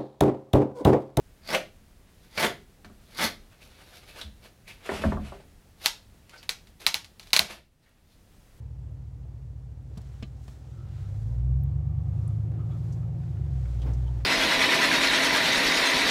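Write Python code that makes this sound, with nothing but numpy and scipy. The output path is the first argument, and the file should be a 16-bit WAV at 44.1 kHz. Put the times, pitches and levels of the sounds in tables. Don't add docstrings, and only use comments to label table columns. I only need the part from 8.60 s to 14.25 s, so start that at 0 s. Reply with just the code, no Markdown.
import sys
import numpy as np
from scipy import signal
from scipy.fft import rfft, irfft, next_fast_len
from scipy.io import wavfile
from scipy.ndimage import uniform_filter1d

SR = 44100
rng = np.random.default_rng(int(sys.argv[2]) if len(sys.argv) > 2 else 0)


def dump_mix(stems):
    frames = np.atleast_2d(stems).T
    limited = np.clip(frames, -1, 1)
    pcm = np.round(limited * 32767).astype(np.int16)
    wavfile.write(sys.argv[1], SR, pcm)


N = 249165


def undb(db):
    return 10 ** (np.asarray(db) / 20)


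def unit(x):
    return x / np.sqrt(np.mean(x ** 2))


def curve(table):
    return np.interp(np.arange(N) / SR, *np.transpose(table))


def noise():
    return rng.standard_normal(N)


def walk(rate_hz):
    hold = int(SR / rate_hz)
    steps = rng.standard_normal(2000)[np.arange(N) // hold % 2000]
    return 1.3 * uniform_filter1d(uniform_filter1d(steps, hold), hold)


def colour(x, points):
    size = 2 * next_fast_len(N)
    hz, db = np.transpose(points)
    bins_hz = np.maximum(np.fft.rfftfreq(size, 1 / SR), 1)
    gain = undb(np.interp(np.log(bins_hz), np.log(hz), db))
    cepstrum = irfft(np.log(gain))
    cepstrum[1:size // 2] *= 2
    cepstrum[size // 2 + 1:] = 0
    return irfft(rfft(x, size) * np.exp(rfft(cepstrum)))[:N]


def band_noise(hz, width_hz, size=N):
    bins_hz = np.maximum(np.fft.rfftfreq(size, 1 / SR), 1)
    detune = (bins_hz / hz - hz / bins_hz) * hz / width_hz
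    return unit(irfft(rfft(rng.standard_normal(size)) / (1 + detune ** 2), size))


def fade(t, t60_s):
    return np.exp(-np.log(1000) * t / t60_s)


def ring(modes, t):
    hz, db, t60_s = np.transpose(modes)[:, :, None]
    hz = hz * (1 + 0.013 * rng.standard_normal(hz.shape))
    sign = rng.choice([-1, 1], hz.shape)
    partials = sign * undb(db) * fade(t, t60_s) * np.sin(2 * np.pi * hz * t)
    return partials.sum(axis=0) / np.linalg.norm(undb(db))


def swells(events):
    t = np.arange(N) / SR
    power = sum(undb(db) ** 2 * np.exp(-np.minimum((2 * (t - centre_s) / length_s) ** 2, 60))
                for centre_s, length_s, db in events)
    return np.sqrt(power)


def add(out, start_s, sound):
    i = max(int(start_s * SR), 0)
    out[i:i + len(sound)] += sound[:max(N - i, 0)]


def road_speed(move_off_s=0.94, gather_s=2.8):
    return np.clip((np.arange(N) / SR - move_off_s) / gather_s, 0, 1)


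def exhaust(cycles, cycle_hz, gain_db):
    # multiple of the cycle rate, idle level in dB, loaded level in dB.
    orders = [(5, -33, -26), (6, -30, -27), (7, -26, -17), (8, -10, 0), (9, -33, -20), (10, -33, -20),
              (11, -9, -4), (12, -16, -19), (13, -1, -8), (14, -15, -9), (15, -10, -8), (16, 6, 2),
              (17, -14, -10), (18, -16, -16), (19, 0, -7), (20, -17, -13), (21, -2.5, -5), (22, -8, -8),
              (23, -5, -10), (24, 1.5, -8), (25, -6, -14), (26, -16, -12), (27, 0, -9), (28, -7, -8),
              (29, 0, -8), (30, -8, -8), (32, -1, -3), (34, -7, -8), (35, -3, -5), (37, -3, -7)]
    # frequency in Hz, gain in dB.
    boom = [(30.0, -17.1), (44.0, -16.2), (53.0, -4.1), (62.0, 0.0), (74.0, -9.2), (83.0, -22.7),
            (94.0, -8.5), (104.0, -4.3), (116.0, -10.3), (133.0, -5.8), (142.0, -11.7), (151.0, -21.2),
            (166.0, -17.8), (185.0, -32.1), (320.0, -44.1)]
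    load = np.interp(cycle_hz, [5, 7.2], [0, 1])
    far_bank = np.array([1, 0, 1, 0, 0, 1, 0, 1])
    arrival_cycles = np.arange(8) / 8 + .01 * far_bank
    pulses = 0
    for order, idle_db, load_db in orders:
        db = idle_db + load * (load_db - idle_db) + walk(6)
        phase_rad = np.angle(np.sum(np.exp(-2j * np.pi * order * arrival_cycles)))
        pulses += undb(db) * np.cos(2 * np.pi * order * cycles + phase_rad)
    scatter = undb(-7 - 8 * load) * band_noise(120, 170)
    return colour((np.sqrt(2) * pulses + scatter) * undb(gain_db), boom)


def clatter_and_tyres(cycles, rev_octaves, idle_db=-59, tyre_db=-54, grit_db=-13, stones_per_s=130):
    # frequency in Hz, gain in dB.
    spectrum = [(100, -0.5), (200, -0.5), (245, 0), (300, -1.5), (345, -5.5), (445, -6.5), (542, -9),
                (650, -11), (800, -12.5), (1040, -17.5), (1500, -25.5), (2230, -28), (5000, -41.5),
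                (9000, -52)]
    clatter = noise() * (1 + 0.16 * np.cos(2 * np.pi * 8 * cycles))
    hits = rng.random(N) < stones_per_s / SR
    hit_db = 5 * np.minimum(rng.exponential(size=N), 4)
    grit = hits * undb(hit_db) * rng.choice([-1, 1], N)
    texture = unit(colour(clatter + undb(grit_db) * unit(grit), spectrum))
    gain = np.hypot(undb(idle_db + 2.5 * rev_octaves), undb(tyre_db) * road_speed())
    return texture * gain * undb(walk(18))


def vent(rush_db=-68, hiss_db=-74):
    # frequency in Hz, gain in dB.
    rush_spectrum = [(120, -19), (195, -6.5), (250, 6), (285, 0.5), (315, -15), (355, -13.5), (450, -6.5),
                     (761, -15.5), (1540, -33), (2100, -27), (4000, -37.5), (15000, -38)]
    hiss_spectrum = [(700, -6.5), (1400, 2.5), (2400, -2), (5000, -3.5), (7700, -4.5), (8500, -8),
                     (16000, -17)]
    rush = unit(colour(noise(), rush_spectrum)) * undb(rush_db)
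    hiss = unit(colour(noise(), hiss_spectrum)) * undb(hiss_db)
    return rush + hiss


def body_sway(rumble_db=-57, shudder_db=2.5, waver_db=2):
    # centre in Hz, width in Hz, level in dB at full crawl.
    panel_bands = [(347.4, 45, -60), (540, 73, -67), (739, 100, -66)]
    # centre in seconds, length in seconds, level in dB.
    ruts = [(4.004, .1, -52.5), (4.14, 0.089, -52.5), (4.3, 0.21, -56.5), (5.268, 0.1, -43),
            (5.543, 0.35, -54)]
    # frequency in Hz, gain in dB.
    rut_spectrum = [(120, -6.5), (245, 0), (345, -3), (420, -6), (560, -10), (900, -13.5), (1300, -21.5),
                    (3000, -31.5), (8000, -46.5)]
    rumble = band_noise(63, 28) * undb(rumble_db)
    panels = sum(band_noise(hz, width_hz) * undb(db + waver_db * walk(8))
                 for hz, width_hz, db in panel_bands)
    shudder = unit(colour(noise(), rut_spectrum)) * swells(ruts) * undb(shudder_db * walk(50))
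    return (rumble + panels) * road_speed() + shudder


def trim_chatter(taps_per_s=7, gain_db=-62, t60_s=0.091):
    taps = (rng.random(N) < taps_per_s / SR) * rng.random(N) * road_speed() ** 2
    envelope = signal.fftconvolve(taps, fade(np.arange(SR // 4) / SR, t60_s))[:N]
    return undb(gain_db) * envelope * band_noise(1450, 1400)


def knocks_and_ticks():
    # start in seconds, centre in Hz, width in Hz, level in dB, t60 in seconds.
    bursts = [(1.312, 400, 400, -53, .07), (1.373, 420, 560, -47, .12), (1.375, 4800, 5500, -50.5, .05),
              (1.416, 5800, 5500, -61, .037), (1.881, 850, 1800, -53, .06), (3.919, 650, 600, -51.5, .03),
              (4.324, 5800, 3200, -56, .095), (5.218, 3300, 3500, -54, .09),
              (5.334, 5700, 2800, -54.5, .073), (4.634, 1200, 1500, -57.5, .056),
              (4.77, 1400, 1400, -60, .07), (5.056, 1490, 1400, -55, .05), (3.036, 13400, 2400, -50, .013),
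              (3.678, 9200, 1900, -49, .02)]
    out, t = np.zeros(N), np.arange(SR) / SR
    for start_s, hz, width_hz, db, t60_s in bursts:
        add(out, start_s, undb(db) * band_noise(hz, width_hz, len(t)) * fade(t, t60_s))
    return out


def driveline_clunks():
    # start in seconds, thud in dB, thud tilt in dB per octave, ring in dB, rattle in dB,
    # rattle t60 in seconds.
    clunks = [(1.372, -26, -18, -55, -54, .07), (1.626, -38, 0, -44, -35, .045),
              (1.630, -27.5, -3, -43.5, -41, .07), (1.881, -47, 0, -52, -47, .025),
              (5.272, -38, 5, -52, -58, .08)]
    # frequency in Hz, relative level in dB, t60 in seconds.
    body_modes = [(140, -3, .06), (176, 0, .06), (215, 2, .07), (245, -5, .05), (338, -5, .09)]
    case_modes = [(644, 6, 0.11), (720, 0, 0.036), (1187, 3, 0.1), (1610, 1, 0.07), (2213, -3, 0.038),
                  (2520, 9, 0.053), (3000, -31, 0.017), (3070, 5, 0.093), (3230, 8, 0.0089),
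                  (4030, 0.5, 0.14), (4420, -6, .07), (5220, 12.5, 0.011)]
    # frequency in Hz, gain in dB.
    rattle_spectrum = [(300, 19.5), (700, -14), (1000, -19), (1700, -8), (2500, 2), (3200, 1), (4200, -1),
                       (5500, -15), (7800, -14), (9000, -54), (15000, -60)]
    blows, rattle_gain = np.zeros(N), np.zeros(N)
    t = np.arange(SR // 4) / SR
    for start_s, thud_db, tilt_db_per_octave, ring_db, rattle_db, rattle_t60_s in clunks:
        tilted = [(hz, db + tilt_db_per_octave * np.log2(hz), t60_s) for hz, db, t60_s in body_modes]
        add(blows, start_s, undb(thud_db) * ring(tilted, t) + undb(ring_db) * ring(case_modes, t))
        add(rattle_gain, start_s, undb(rattle_db) * fade(t, rattle_t60_s))
    return blows + rattle_gain * unit(colour(noise(), rattle_spectrum))


def hands_on_wheel(grain_db=0.9, split_hz=4200):
    # centre in seconds, length in seconds, level in dB, extra treble in dB.
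    strokes = [(1.528, 0.31, -65.5, -1), (1.887, 0.15, -67.5, 5.5), (2.096, .3, -68.5, 0.5),
               (2.413, 0.21, -61.5, -4.5), (2.617, 0.29, -69, 3), (3.663, 0.3, -69, 0),
               (4.25, 0.31, -68.5, 2), (4.698, 0.25, -67, -2.5), (5.152, 0.48, -62.5, -1),
               (5.567, 0.42, -65.5, -0.5)]
    # frequency in Hz, gain in dB.
    spectrum = [(700, -6), (1400, 3.5), (2400, -2.5), (3800, -2), (5000, -4), (7700, -5.5), (8500, -9.5),
                (12000, -15), (16000, -17.5)]
    hiss = unit(colour(noise() * undb(grain_db * walk(180)), spectrum))
    low = signal.sosfiltfilt(signal.butter(2, split_hz, fs=SR, output="sos"), hiss)
    low_gain = swells([(s, length_s, db) for s, length_s, db, _ in strokes])
    high_gain = swells([(s, length_s, db + treble_db) for s, length_s, db, treble_db in strokes])
    return low * low_gain + (hiss - low) * high_gain


def friction(centre_s, hz, width_hz, length_s, db, grip_db=1.8, grips_per_s=59):
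    resonance = band_noise(hz, width_hz, next_fast_len(N))[:N]
    return resonance * swells([(centre_s, length_s, db)]) * undb(grip_db * walk(grips_per_s))


def rubs_and_squeaks(rub_width_hz=170, squeak_width_ratio=.13):
    # centre in seconds, pitch in Hz, length in seconds, level in dB.
    rubs = [(2.22, 1310, 0.13, -68), (2.433, 1280, 0.099, -74), (3.34, 1165, .42, -70),
            (3.68, 1200, 0.13, -67.5), (4.014, 1235, 0.062, -58.5), (4.132, 1256, 0.068, -59.5),
            (4.44, 1240, 0.042, -67.5)]
    squeaks = [(4.137, 3420, .04, -70), (5.226, 3120, .018, -55), (5.479, 3180, .016, -60),
               (5.487, 900, .04, -56), (5.566, 860, .02, -59)]
    out = sum(friction(s, hz, rub_width_hz, length_s, db) for s, hz, length_s, db in rubs)
    out += sum(friction(s, hz, squeak_width_ratio * hz, length_s, db) for s, hz, length_s, db in squeaks)
    return out


def scene(idle_hz=4.7, exhaust_gain_db=-41.5, rise_db_per_octave=20):
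    # time in seconds, four-stroke cycle rate in Hz.
    crank_speed = [(0, 4.77), (1.098, 4.661), (1.932, 4.737), (2.59, 6.56), (3.051, 8.695), (3.538, 9.531),
                   (4.459, 10.087), (4.664, 9.991), (5.096, 7.344), (5.39, 7.63), (5.65, 7.425)]
    # time in seconds, exhaust gain in dB.
    effort = [(0, 0.55), (1.78, -2), (2.0, -6.5), (2.15, -0.4), (2.89, 2.5), (3.07, -0.5), (4.1, -1.7),
              (4.68, -3), (5.27, 2), (5.65, -2)]
    cycle_hz = curve(crank_speed)
    rev_octaves = np.log2(cycle_hz / idle_hz)
    gain_db = exhaust_gain_db + rise_db_per_octave * rev_octaves + curve(effort)
    cycles = .355 + np.cumsum(cycle_hz) / SR + .002 * walk(9)
    truck = exhaust(cycles, cycle_hz, gain_db) + clatter_and_tyres(cycles, rev_octaves)
    truck += body_sway() + driveline_clunks()
    cab = hands_on_wheel() + vent() + knocks_and_ticks() + rubs_and_squeaks() + trim_chatter()
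    return (truck + cab)[None]


def record(dry):
    return signal.sosfilt(signal.ellip(10, .2, 80, 15800, fs=SR, output="sos"), dry)


dry = scene()
out = record(dry)
dump_mix(out)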